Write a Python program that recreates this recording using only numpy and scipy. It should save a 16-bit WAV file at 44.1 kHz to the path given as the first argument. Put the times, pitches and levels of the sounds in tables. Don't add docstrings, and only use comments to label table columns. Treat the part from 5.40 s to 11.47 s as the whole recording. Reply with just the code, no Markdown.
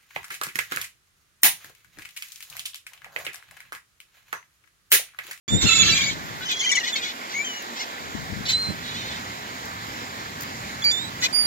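import sys
import numpy as np
from scipy import signal
from scipy.fft import rfft, irfft, next_fast_len
from scipy.io import wavfile
from scipy.ndimage import uniform_filter1d, map_coordinates

SR = 44100
rng = np.random.default_rng(int(sys.argv[2]) if len(sys.argv) > 2 else 0)


def transcribe(u):
    v = np.clip(np.atleast_2d(u).T, -1, 1)
    q = np.round(v * 32767).astype(np.int16)
    wavfile.write(sys.argv[1], SR, q)


def makeup_ratio(level_db):
    decades = np.asarray(level_db, float) / 20
    return 10 ** decades


N = 267554
TIME_S = np.arange(N) / SR
PORTS = np.array([[.5], [-.5]])


def unit(x):
    return x / np.sqrt(np.mean(x ** 2) + 1e-20)


def along(points, hz):
    f, v = np.transpose(points)
    return np.interp(np.log(hz + 1), np.log(f + 1), v)


def wobble(rate_hz, size=N):
    knots = rng.standard_normal(int(size * rate_hz / SR) + 4)
    return map_coordinates(knots, [np.arange(size) * rate_hz / SR])


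def filtered(x, response):
    m = next_fast_len(x.shape[-1] + 2048)
    spectrum = rfft(x, m) * response(np.fft.rfftfreq(m, 1 / SR))
    return irfft(spectrum, m)[..., :x.shape[-1]]


def at_ports(x, pan_db, shading, lead_ms):
    def response(hz):
        level = makeup_ratio(PORTS * (pan_db + along(shading, hz)))
        return level * np.exp(2j * np.pi * hz * PORTS * lead_ms / 1000)
    return filtered(x, response)


def stretch(rows, fade_s):
    s, *cols = np.transpose(rows)
    t = np.arange(s[0], s[-1], 1 / SR)
    edge = np.clip(np.minimum(t - s[0], s[-1] - t) / fade_s, 0, 1)
    curves = [np.interp(t, s, c) for c in cols]
    return round(s[0] * SR), curves, np.sin(np.pi / 2 * edge) ** 2


# freq_hz, correlation
SURF_LIKENESS = [(250, 0.99), (650, 0.51), (1300, 0.95), (2200, 0.78), (3000, 0.05), (3900, 0.31),
                 (5200, 0.19), (6900, 0.15), (8000, 0.093)]
# freq_hz, left_right_db
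SURF_SHADING = [(200, 0.3), (1300, -3), (2500, -1), (4400, -3.5), (8000, -3.5), (12000, 3.5)]


def surf_noise(spectrum, patchy_db):
    z = signal.stft(rng.standard_normal((2, N)), nperseg=512)[2]
    field = rng.standard_normal(z.shape[1:])
    field = uniform_filter1d(uniform_filter1d(field, 6, 0), 14, 1)
    pair = signal.istft(z * makeup_ratio(patchy_db * unit(field)), nperseg=512)[1][:, :N]

    def mid_side(hz):
        turn = np.arccos(np.clip(along(SURF_LIKENESS, hz), -1, 1)) / 2
        return makeup_ratio(along(spectrum, hz)) * [np.cos(turn), np.sin(turn)]
    mid, side = filtered(pair, mid_side)
    return unit(at_ports(np.array([mid + side, mid - side]), 0, SURF_SHADING, lead_ms=0.421))


# freq_hz, density_db
RUSH_SPECTRUM = [(100, -29), (220, 0.5), (500, -4), (1200, 0), (2100, 0), (2700, -7.5), (4000, -7),
                 (6200, -13), (7200, -10), (8700, -28), (10000, -28)]
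# freq_hz, density_db
SPRAY_SPECTRUM = [(7000, -35), (9500, -8.5), (12200, 2.5), (14000, -1), (16000, -2)]
# freq_hz, density_db
RUMBLE_SPECTRUM = [(25, -34), (60, -3.5), (110, 4), (250, -2), (400, -29)]
# start_s, rumble_level_db
BREEZE_LEVEL = [(.08, -51), (1.1, -58.5), (1.5, -59.5), (2.55, -59.5), (2.7, -50.5), (3.5, -45), (4.5, -45),
                (5.2, -44), (6.07, -47)]


def surf():
    rumble_db = np.interp(TIME_S, *np.transpose(BREEZE_LEVEL))
    breeze_db, swell = rumble_db + 50, wobble(2.9)
    rush_db = -35 + 0.11 * breeze_db + 0.48 * swell + 0.46 * wobble(11)
    rumble_db = rumble_db + 1.0 + 0.13 * swell + 1.7 * wobble(7.9)
    spray_db = -52.5 - 0.027 * breeze_db + 0.23 * wobble(5.9)
    rush = makeup_ratio(rush_db) * surf_noise(RUSH_SPECTRUM, patchy_db=1.2)
    rumble = makeup_ratio(rumble_db) * surf_noise(RUMBLE_SPECTRUM, patchy_db=-0.5)
    return rush + rumble + makeup_ratio(spray_db) * surf_noise(SPRAY_SPECTRUM, patchy_db=3.5)


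# start_s, level_db, left_right_db
GUST_CURVES = [
    [(0.08, -36, 10), (0.122, -28.5, 3), (.55, -31.5, 4.5), (0.968, -40.5, 8), (1.2, -50, 0)],
    [(2.6, -46, 7), (2.758, -43, 15), (3.45, -44, 3)],
]
# freq_hz, density_db
BUFFET_SPECTRUM = [(25, -39), (60, -3), (170, 1.5), (300, -8), (550, -21), (900, -29), (1500, -72)]
# centre_s, spread_s, level_db, left_right_db
EDDY_THUMPS = [(.145, 0.019, -20.5, 11), (.18, 0.0099, -31, -2), (0.253, 0.015, -23, 14.5),
               (.44, 0.04, -30.5, 10), (.505, 0.0058, -31, -5), (.538, 0.014, -33.5, -13),
               (2.752, 0.0044, -29.5, 11), (2.83, 0.011, -41, 7), (2.93, 0.01, -33, 15.5),
               (2.976, 0.012, -35.5, 15), (3.01, 0.008, -33, 6), (3.111, 0.0068, -35, 8),
               (3.132, 0.0085, -36, 5), (3.165, 0.0069, -42, 19), (3.3, 0.013, -29.5, -13)]


def gusts():
    gain, thump = np.zeros((2, N)), np.zeros((2, N))
    for rows in GUST_CURVES:
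        first, (level_db, pan_db), edge = stretch(rows, fade_s=0.0016)
        gain[:, first:first + len(edge)] = makeup_ratio(level_db - 4 + PORTS * pan_db) * edge
    for centre_s, spread_s, level_db, pan_db in EDDY_THUMPS:
        thump += makeup_ratio(level_db + PORTS * pan_db) * np.exp(-.5 * ((TIME_S - centre_s) / spread_s) ** 2)

    def colour(hz):
        return makeup_ratio(along(BUFFET_SPECTRUM, hz))
    lumps = makeup_ratio(3.0 * np.array([wobble(40.22), wobble(35)]))
    buffet = unit(filtered(lumps * rng.standard_normal((2, N)), colour))
    eddy = filtered(rng.standard_normal((2, N)), colour)
    even = eddy / np.sqrt(np.abs(uniform_filter1d(eddy ** 2, size=900, axis=1)) + 1e-9)
    return gain * buffet + thump * even


# start_s, peak_db
CLICK_TICKS = [(1.1144, -29), (2.222, -32), (4.2536, -36), (5.007, -27.5), (5.02, -29), (5.031, -31),
               (5.446, -25)]


def ticks():
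    out, t = np.zeros((2, N)), np.arange(600) / SR
    puff = np.exp(-.5 * ((t - .003) / 0.0023) ** 2)
    for start_s, peak_db in CLICK_TICKS:
        burst = puff * rng.standard_normal((2, len(t)))
        out[:, round(start_s * SR):][:, :len(t)] += makeup_ratio(peak_db + 3.5) * burst * makeup_ratio(PORTS * 5)
    colour_db = [(2000, -24), (6500, -0.5), (9000, -18.5), (12500, -3.5)]
    return filtered(out, lambda hz: makeup_ratio(along(colour_db, hz)))


SAND_SQUAWK_DB = -4
# freq_hz, left_right_db
VOICE_SHADING = [(1200, 0.5), (2100, 4.5), (3300, -0.8), (8000, 0), (9500, -2), (13000, 5)]


def add(out, first, x, pan_db, lead_ms, echo_db, swing=(0, 0)):
    before = 32
    x = at_ports(np.pad(x, (before, 600)), pan_db, VOICE_SHADING, lead_ms)
    i = np.arange(x.shape[1])
    delay_ms = 5 + 1.2 * rng.standard_normal((2, 1))
    drift_ms_per_s = 3.5 * rng.standard_normal((2, 1))
    late_ms = delay_ms + drift_ms_per_s * (i - i.mean()) / SR
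    echo = np.array([map_coordinates(port, [i - ms * SR / 1000]) for port, ms in zip(x, late_ms)])
    x = (x + makeup_ratio(echo_db) * echo) / np.sqrt(1 + makeup_ratio(2 * echo_db))
    swing_db, swing_ms = swing
    way = np.linspace(-.5, .5, x.shape[1])
    left = makeup_ratio(swing_db * way) * map_coordinates(x[0], [i + swing_ms * way * SR / 1000])
    room = out[:, first - before:first - before + x.shape[1]]
    room += np.array([left, x[1]])[:, :room.shape[1]]


def note(start_s, length_s, first_hz, last_hz, level_db, slide):
    peak_s = start_s + 0.453 * length_s
    peak_hz = first_hz + slide * (last_hz - first_hz)
    return [(start_s, first_hz, level_db - 3), (peak_s, peak_hz, level_db),
            (start_s + length_s, last_hz, level_db - 3.5)]


def whistle(out, rows, pan_db, lead_ms, flutter_db, thinning, multiples, swing=(0, 0)):
    first, (pitch, level_db), edge = stretch(rows, fade_s=0.0058)
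    n = len(pitch)
    bright_db = thinning * (level_db.max() - level_db)
    trill_hz = 27 * (1 + .2 * wobble(10, size=n))
    beat = 2 * np.pi * (rng.random() + np.cumsum(trill_hz) / SR)
    pitch = pitch * (1 + .0012 * flutter_db * np.sin(beat))
    level_db = level_db - .6 * max(flutter_db - 1, 0) * (np.cos(beat / 2) ** 6 - .3)
    waver = 1 + 0.0021 * flutter_db * wobble(58.8, size=n)
    turn = 2 * np.pi * np.cumsum(pitch * waver) / SR
    tone = np.sin(turn) * makeup_ratio(1.45 * flutter_db * np.minimum(wobble(109.0, size=n), .4))
    for k, db in enumerate(multiples):
        break_db = 1.97 * flutter_db * np.minimum(wobble(81.6, size=n), .4)
        tone = tone + makeup_ratio(db + (k + 1) * bright_db + break_db) * np.sin((k + 2) * turn + k)
    roughness = 1 + 0.091 * flutter_db * wobble(353, size=n)
    voice = np.sqrt(2) * makeup_ratio(level_db) * edge * tone * roughness
    echo_db = min(-20 + 3.5 * flutter_db, SAND_SQUAWK_DB)
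    add(out, first, voice, pan_db, lead_ms, echo_db, swing)


# start_s, pitch_hz, level_db
BEGGING_CRY = [(.08, 3360, -34), (.13, 3630, -28), (.155, 3520, -28), (.19, 3730, -29.5),
               (.21, 3560, -31.5), (.232, 3670, -27), (.246, 3600, -29)]
PLEADING_CRY = [(.244, 3515, -25), (.262, 3600, -32), (.283, 3555, -25), (.305, 3540, -28),
                (.326, 3488, -23), (.34, 3575, -25), (.37, 3545, -25), (.388, 3500, -27)]
SOBBING_CRY = [(.382, 3500, -27), (.396, 3462, -19), (.418, 3430, -19.5), (.43, 3315, -27),
               (.45, 3250, -32), (.472, 3330, -30), (.49, 3080, -30), (.505, 2800, -30), (.52, 2700, -32)]
YELPING_CRY = [(1.311, 1126, -45), (1.318, 1122, -42), (1.328, 1120, -44), (1.34, 1152, -47),
               (1.35, 1140, -48), (1.359, 1120, -42), (1.368, 1118, -44), (1.378, 1114, -47),
               (1.397, 1105, -52)]
ARCHING_CRY = [(1.935, 2056, -29), (1.965, 2210, -27), (2.01, 2300, -25.5), (2.043, 2440, -37),
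               (2.065, 2460, -53), (2.13, 2310, -50), (2.15, 2380, -64), (2.18, 2260, -52),
               (2.215, 2250, -61)]
ANSWERING_CRY = [(2.042, 3180, -28.5), (2.1, 3030, -33.5), (2.14, 2880, -38), (2.18, 2920, -39),
                 (2.215, 2780, -45), (2.235, 2640, -52)]
SCREAMING_CRY = [(3.122, 4100, -31), (3.133, 4010, -19), (3.16, 4040, -18.5), (3.176, 4135, -27),
                 (3.21, 4184, -27), (3.254, 4130, -28), (3.314, 4102, -35), (3.338, 4085, -45)]
DIPPING_CRY = [(5.437, 2335, -34), (5.45, 2310, -29), (5.475, 2290, -28.5), (5.5, 2320, -30.5),
               (5.515, 2360, -33), (5.53, 2370, -46)]
RISING_CRY = [(5.51, 3530, -24), (5.58, 3570, -28), (5.61, 3700, -33.5), (5.64, 3850, -35),
              (5.67, 3890, -38), (5.7, 3890, -46)]
PASSING_CRY = [(5.925, 4700, -31), (5.95, 4775, -20.5), (5.99, 4775, -19.5), (6.02, 4745, -21.5),
               (6.045, 4705, -27), (6.066, 4720, -22)]
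# start_s, length_s, first_hz, last_hz, level_db
HIGH_LEFT_NOTES = [(1.05, 0.091, 3070, 3120, -31.5), (1.2, 0.026, 3130, 3040, -24),
                   (1.254, 0.036, 3190, 3220, -23.5), (1.288, 0.027, 3140, 2750, -21)]
HIGH_RIGHT_NOTES = [(.545, 0.049, 3340, 3150, -27.5), (.605, 0.016, 3240, 3200, -23),
                    (1.11, .085, 3280, 3340, -32.5), (1.19, 0.032, 3360, 3440, -26),
                    (1.228, .04, 3200, 2830, -27), (1.345, .035, 3130, 2630, -27.5),
                    (1.39, 0.0364, 2990, 2700, -33), (1.458, .026, 3100, 3100, -36),
                    (1.522, 0.033, 3570, 3280, -25.5), (5.418, .026, 3380, 3470, -32.5)]
LOW_LEFT_NOTES = [(.21, .04, 2120, 2350, -35), (1.368, 0.027, 1957, 2100, -21.5),
                  (1.402, 0.021, 1950, 1860, -32.5), (1.426, 0.032, 1900, 1865, -31),
                  (1.455, 0.034, 2050, 2290, -32), (1.553, 0.02, 2240, 2176, -26.5),
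                  (1.643, .05, 2200, 2180, -36.5), (2.4, 0.023, 2126, 2180, -31)]
LOW_MIDDLE_NOTES = [(.33, .034, 2100, 2260, -23), (.415, 0.047, 2400, 2070, -28.5),
                    (.475, .018, 1750, 1800, -29), (1.1, .035, 2510, 2430, -33),
                    (1.135, .025, 2440, 2440, -35), (1.208, .03, 2050, 2220, -31),
                    (1.312, .03, 1944, 2016, -22.5), (5.82, 0.036, 1904, 2060, -24.5),
                    (5.854, 0.018, 2400, 2460, -24)]
LOW_BRIGHT_NOTES = [(1.284, 0.033, 2150, 2400, -31), (1.236, .024, 2300, 2430, -31)]
LOW_RIGHT_NOTES = [(1.258, 0.03, 1990, 2080, -24.5), (1.58, 0.041, 2440, 2450, -37)]
SQUEAK_NOTES = [(.225, 0.031, 6020, 6440, -33), (.24, .022, 5080, 5230, -33), (.43, 0.042, 4090, 4050, -32),
                (.478, 0.054, 4060, 4020, -24), (.44, 0.06, 4570, 4700, -31.5),
                (.518, .026, 4580, 4750, -21), (.626, 0.016, 3550, 3550, -26), (.66, .022, 6900, 7360, -35),
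                (1.005, .045, 1467, 1546, -36.5), (1.028, .02, 4000, 4020, -39),
                (1.055, .03, 5000, 5270, -40.5), (1.213, .025, 4360, 4100, -35),
                (1.235, 0.02, 4700, 4700, -37), (1.449, 0.012, 3360, 3600, -30),
                (1.555, 0.022, 4430, 4400, -30), (1.615, 0.011, 3600, 3600, -30),
                (.548, .034, 6350, 5900, -33), (.645, .032, 4500, 4880, -30), (1.195, .03, 5150, 5210, -39),
                (1.22, .02, 6680, 6480, -35), (1.321, .024, 3450, 3540, -29),
                (1.328, .016, 5820, 5860, -35), (1.36, .018, 3480, 3390, -33),
                (1.394, .014, 7200, 7200, -35), (3.07, .026, 2950, 3030, -34),
                (3.088, .034, 4170, 4125, -26), (5.834, .028, 5650, 5750, -30),
                (5.508, .02, 5830, 5790, -33.5), (5.8, .024, 6700, 6800, -39.5)]
# start_s, length_s, first_hz, last_hz, level_db
WAIL_SYLLABLES = [(.255, 0.036, 1340, 1435, -36), (.286, 0.022, 1334, 1330, -30.5),
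                  (.306, 0.036, 1335, 1325, -31), (.348, 0.034, 1330, 1310, -34),
                  (.386, 0.032, 1314, 1300, -37), (.424, .024, 1325, 1322, -36),
                  (.45, 0.1, 1348, 1336, -40), (.545, .045, 1306, 1280, -44)]
WARBLE_SYLLABLES = [(.518, 0.048, 2284, 2450, -25), (.572, 0.038, 2390, 2380, -24.5),
                    (.615, 0.018, 2300, 2310, -22.5), (.636, .018, 2305, 2305, -20),
                    (.657, 0.053, 2260, 2250, -28)]


def whistles():
    out = np.zeros((2, N))
    # notes, left_right_db, left_lead_ms, flutter_db, share of glide done at the peak, multiples 2.. in dB
    for rows, pan_db, lead_ms, flutter_db, slide, multiples in [
            (HIGH_LEFT_NOTES, 0.55, 0.794, 2.2, 0.2, (-7, -25)),
            (HIGH_RIGHT_NOTES, -1.8, -0.335, 2.2, 0.24, (-8, -26)),
            (LOW_LEFT_NOTES, -1.1, 0.44, 2, 0.38, (-12.5, -10)),
            (LOW_MIDDLE_NOTES, 0.54, 0.12, 2, .5, (-8, -10)),
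            (LOW_RIGHT_NOTES, -.5, -0.394, 2, 0.155, (-12, -16)),
            (LOW_BRIGHT_NOTES, -.5, -.39, 1.8, .6, (-8, 1)),
            (SQUEAK_NOTES, .5, .01, 2, 0.49, ()),
            (WAIL_SYLLABLES, -6.5, -0.04, 1.9, 0.48, (12, 10.5, -8, -6, -9)),
            (WARBLE_SYLLABLES, 4, -0.042, 2.3, .45, (-10, -4))]:
        for row in rows:
            whistle(out, note(*row, slide), pan_db, lead_ms, flutter_db, 0, multiples)
    # (dB, ms)
    for cry in [
            (BEGGING_CRY, -8.5, -0.472, 1.7, -.3, (0.89, -34), (8, 0.025)),
            (PLEADING_CRY, -10.5, -0.456, 1.9, -0.1, (0, -36)),
            (SOBBING_CRY, -10.5, -0.456, 1.5, -0.3, (4, -36)),
            (ARCHING_CRY, 1.6, -0.428, 1.6, 0.33, (-31, -11)),
            (ANSWERING_CRY, 1.8, -0.426, 1.2, .05, (-7, -37, -30, -32)),
            (SCREAMING_CRY, -1.7, -0.521, 0.6, 0.44, (-22, -40)),
            (DIPPING_CRY, -4, 0.575, 1, 0.16, (11, -11.5)),
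            (RISING_CRY, -9, 0.4, 0.97, -0.3, (-9, -32, -26)),
            (PASSING_CRY, -9, -0.521, 0.31, -.2, (-11.5, -21), (8, .045)),
            (YELPING_CRY, 4.5, 0.444, 1.4, -.5, (18, 11, 7, 19, 19, 12, -5))]:
        whistle(out, *cry)
    return out


def bark(start_s, attack_s, release_s, pitch_hz, level_db, rise, sag):
    u = np.linspace(-1, 1, 13)
    s = start_s + attack_s + u * np.where(u < 0, attack_s, release_s)
    glide = (s - start_s) / (attack_s + release_s) - .5
    slack = np.abs(u) ** 2.2
    pitch = pitch_hz * (1 + rise * glide - sag * slack)
    return np.transpose([s, pitch, level_db - np.where(u < 0, 12, 14) * slack])


# freq_hz, gain_db
THROAT_RESPONSE = [(300, -18), (1000, -12), (2100, 1.5), (2800, -1), (3500, 2), (4100, 3.5), (5000, -3.5),
                   (5800, -2), (7000, -2), (8000, -14), (8600, -33), (10200, -34), (12000, -25.5),
                   (15500, -28)]


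def squawk(out, rows, pan_db, lead_ms, hoarse, bill_hz):
    first, (mean_hz, level_db), edge = stretch(rows, fade_s=0.002)
    n, hoarse = len(edge), np.clip(hoarse, 0, 1)
    jitter = hoarse * (.07 * wobble(40, size=n) + .05 * wobble(500, size=n))
    cycle = np.cumsum(mean_hz * (1 + jitter)) / SR
    k = np.arange(1, 32)
    audible = k[k * mean_hz.max() < 16000]
    flicker = makeup_ratio((1.6 + 2.2 * hoarse) * np.array([wobble(75, size=n) for _ in audible]))
    phase = .05 * audible ** 2 + .4 * rng.standard_normal(len(audible))
    snaps = (flicker * np.sin(2 * np.pi * np.outer(audible, cycle) + phase[:, None])).sum(0)
    breath = rng.standard_normal(n) * (0.44 + np.cos(np.pi * cycle) ** 4)
    drive = np.sqrt(1 - .4 * hoarse) * unit(snaps) + np.sqrt(.4 * hoarse) * unit(breath)
    near_db = 0.73 * (level_db.max() + 26)

    def colour(hz):
        bill_db = 7 / (1 + ((hz - bill_hz) / 500) ** 2)
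        return makeup_ratio(along(THROAT_RESPONSE, hz) + bill_db + near_db * np.clip(hz / 4200 - 1, 0, 1.9))
    voice = unit(filtered(drive, colour))
    breaks_db = 1.8 * hoarse * np.clip(wobble(39.1, size=n), -1.5, .3)
    add(out, first, makeup_ratio(level_db + 1.5 + breaks_db) * edge * voice, pan_db, lead_ms, SAND_SQUAWK_DB)


# start_s, pitch_hz, level_db
LONG_RASP = [(.208, 499.8, -34), (.218, 540, -24.5), (.27, 560.3, -24), (.4, 536, -24), (.5, 541, -22),
             (.57, 534.7, -22.5), (.64, 525, -27), (.735, 427, -33.5), (.748, 407, -56)]
FAR_GRUMBLE = [(1.15, 500, -42), (1.19, 520, -35), (1.3, 505, -35), (1.33, 530, -32), (1.39, 515, -33),
               (1.43, 490, -40)]
# start_s, attack_s, release_s, pitch_hz, level_db
BARK_CALLS = [(1.005, 0.03, 0.032, 495, -36.5), (1.08, 0.03, 0.041, 510.6, -26),
              (1.432, .018, .022, 494, -28), (1.47, 0.0072, 0.046, 499, -26.5),
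              (1.552, 0.013, 0.039, 530.2, -27), (1.612, 0.026, 0.05, 486.6, -29.5),
              (1.665, .03, .032, 493, -31.5)]
CROAK_CALLS = [(1.89, .028, 0.044, 550.4, -37), (2.355, 0.019, 0.021, 655, -35),
               (2.383, 0.028, 0.026, 714, -30.5), (2.42, .015, .012, 690, -35)]
CHUCKLE_CALLS = [(3.43, .025, .03, 480, -39), (3.465, .02, .03, 482, -36), (3.5, .018, .025, 510, -38),
                 (3.533, .025, .03, 514, -34), (3.568, .018, .025, 612, -35), (3.6, .015, .04, 602, -36),
                 (3.64, .02, .016, 525, -36), (3.664, .018, .02, 535, -35), (3.695, .025, .03, 523, -37),
                 (3.745, .018, .03, 510, -37)]
SHOUT_CALLS = [(3.052, .012, 0.038, 501.4, -29.5), (3.082, 0.018, 0.034, 518.5, -20),
               (3.128, 0.013, 0.014, 519.4, -34.5)]
SNAP_CALL = [(5.814, 0.0373, 0.019, 517.3, -19.5)]
CUT_OFF_CALL = [(.07, .02, .02, 1170, -37)]


def squawks():
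    out = np.zeros((2, N))
    # calls, left_right_db, left_lead_ms, hoarseness, bill_hz, pitch rise over the call, sag at both ends
    for rows, *bird, rise, sag in [
            (BARK_CALLS, 0, 0.372, 0.41, 3550, 0.01, .01),
            (CROAK_CALLS, -.5, 0.4, 0.27, 5600, 0.01, .11),
            (CHUCKLE_CALLS, -3.5, 0.35, 0.27, 3700, 0.06, .01),
            (SHOUT_CALLS, -1.2, 0.241, 0.48, 4150, 0.01, .02),
            (SNAP_CALL, 0.36, -0.09, 0.55, 4200, 0.11, .02),
            (CUT_OFF_CALL, 2, 0.037, 0.063, 6900, .01, .01)]:
        for row in rows:
            squawk(out, bark(*row, rise, sag), *bird)
    squawk(out, LONG_RASP, pan_db=-2, lead_ms=0.1, hoarse=1.2, bill_hz=3700)
    squawk(out, FAR_GRUMBLE, pan_db=0, lead_ms=.17, hoarse=.8, bill_hz=5700)
    return out


def scene():
    return surf() + gusts() + ticks() + whistles() + squawks()


def top_cut(x):
    return signal.sosfilt(signal.butter(12, 15870, fs=SR, output="sos"), x)


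def record(dry):
    held = dry / (1 + np.abs(dry / .9) ** 8) ** .125
    limited = filtered(held, lambda hz: hz < 15870)
    mix = limited * (TIME_S > .0795)
    return top_cut(mix)


dry = scene()
out = record(dry)
transcribe(out)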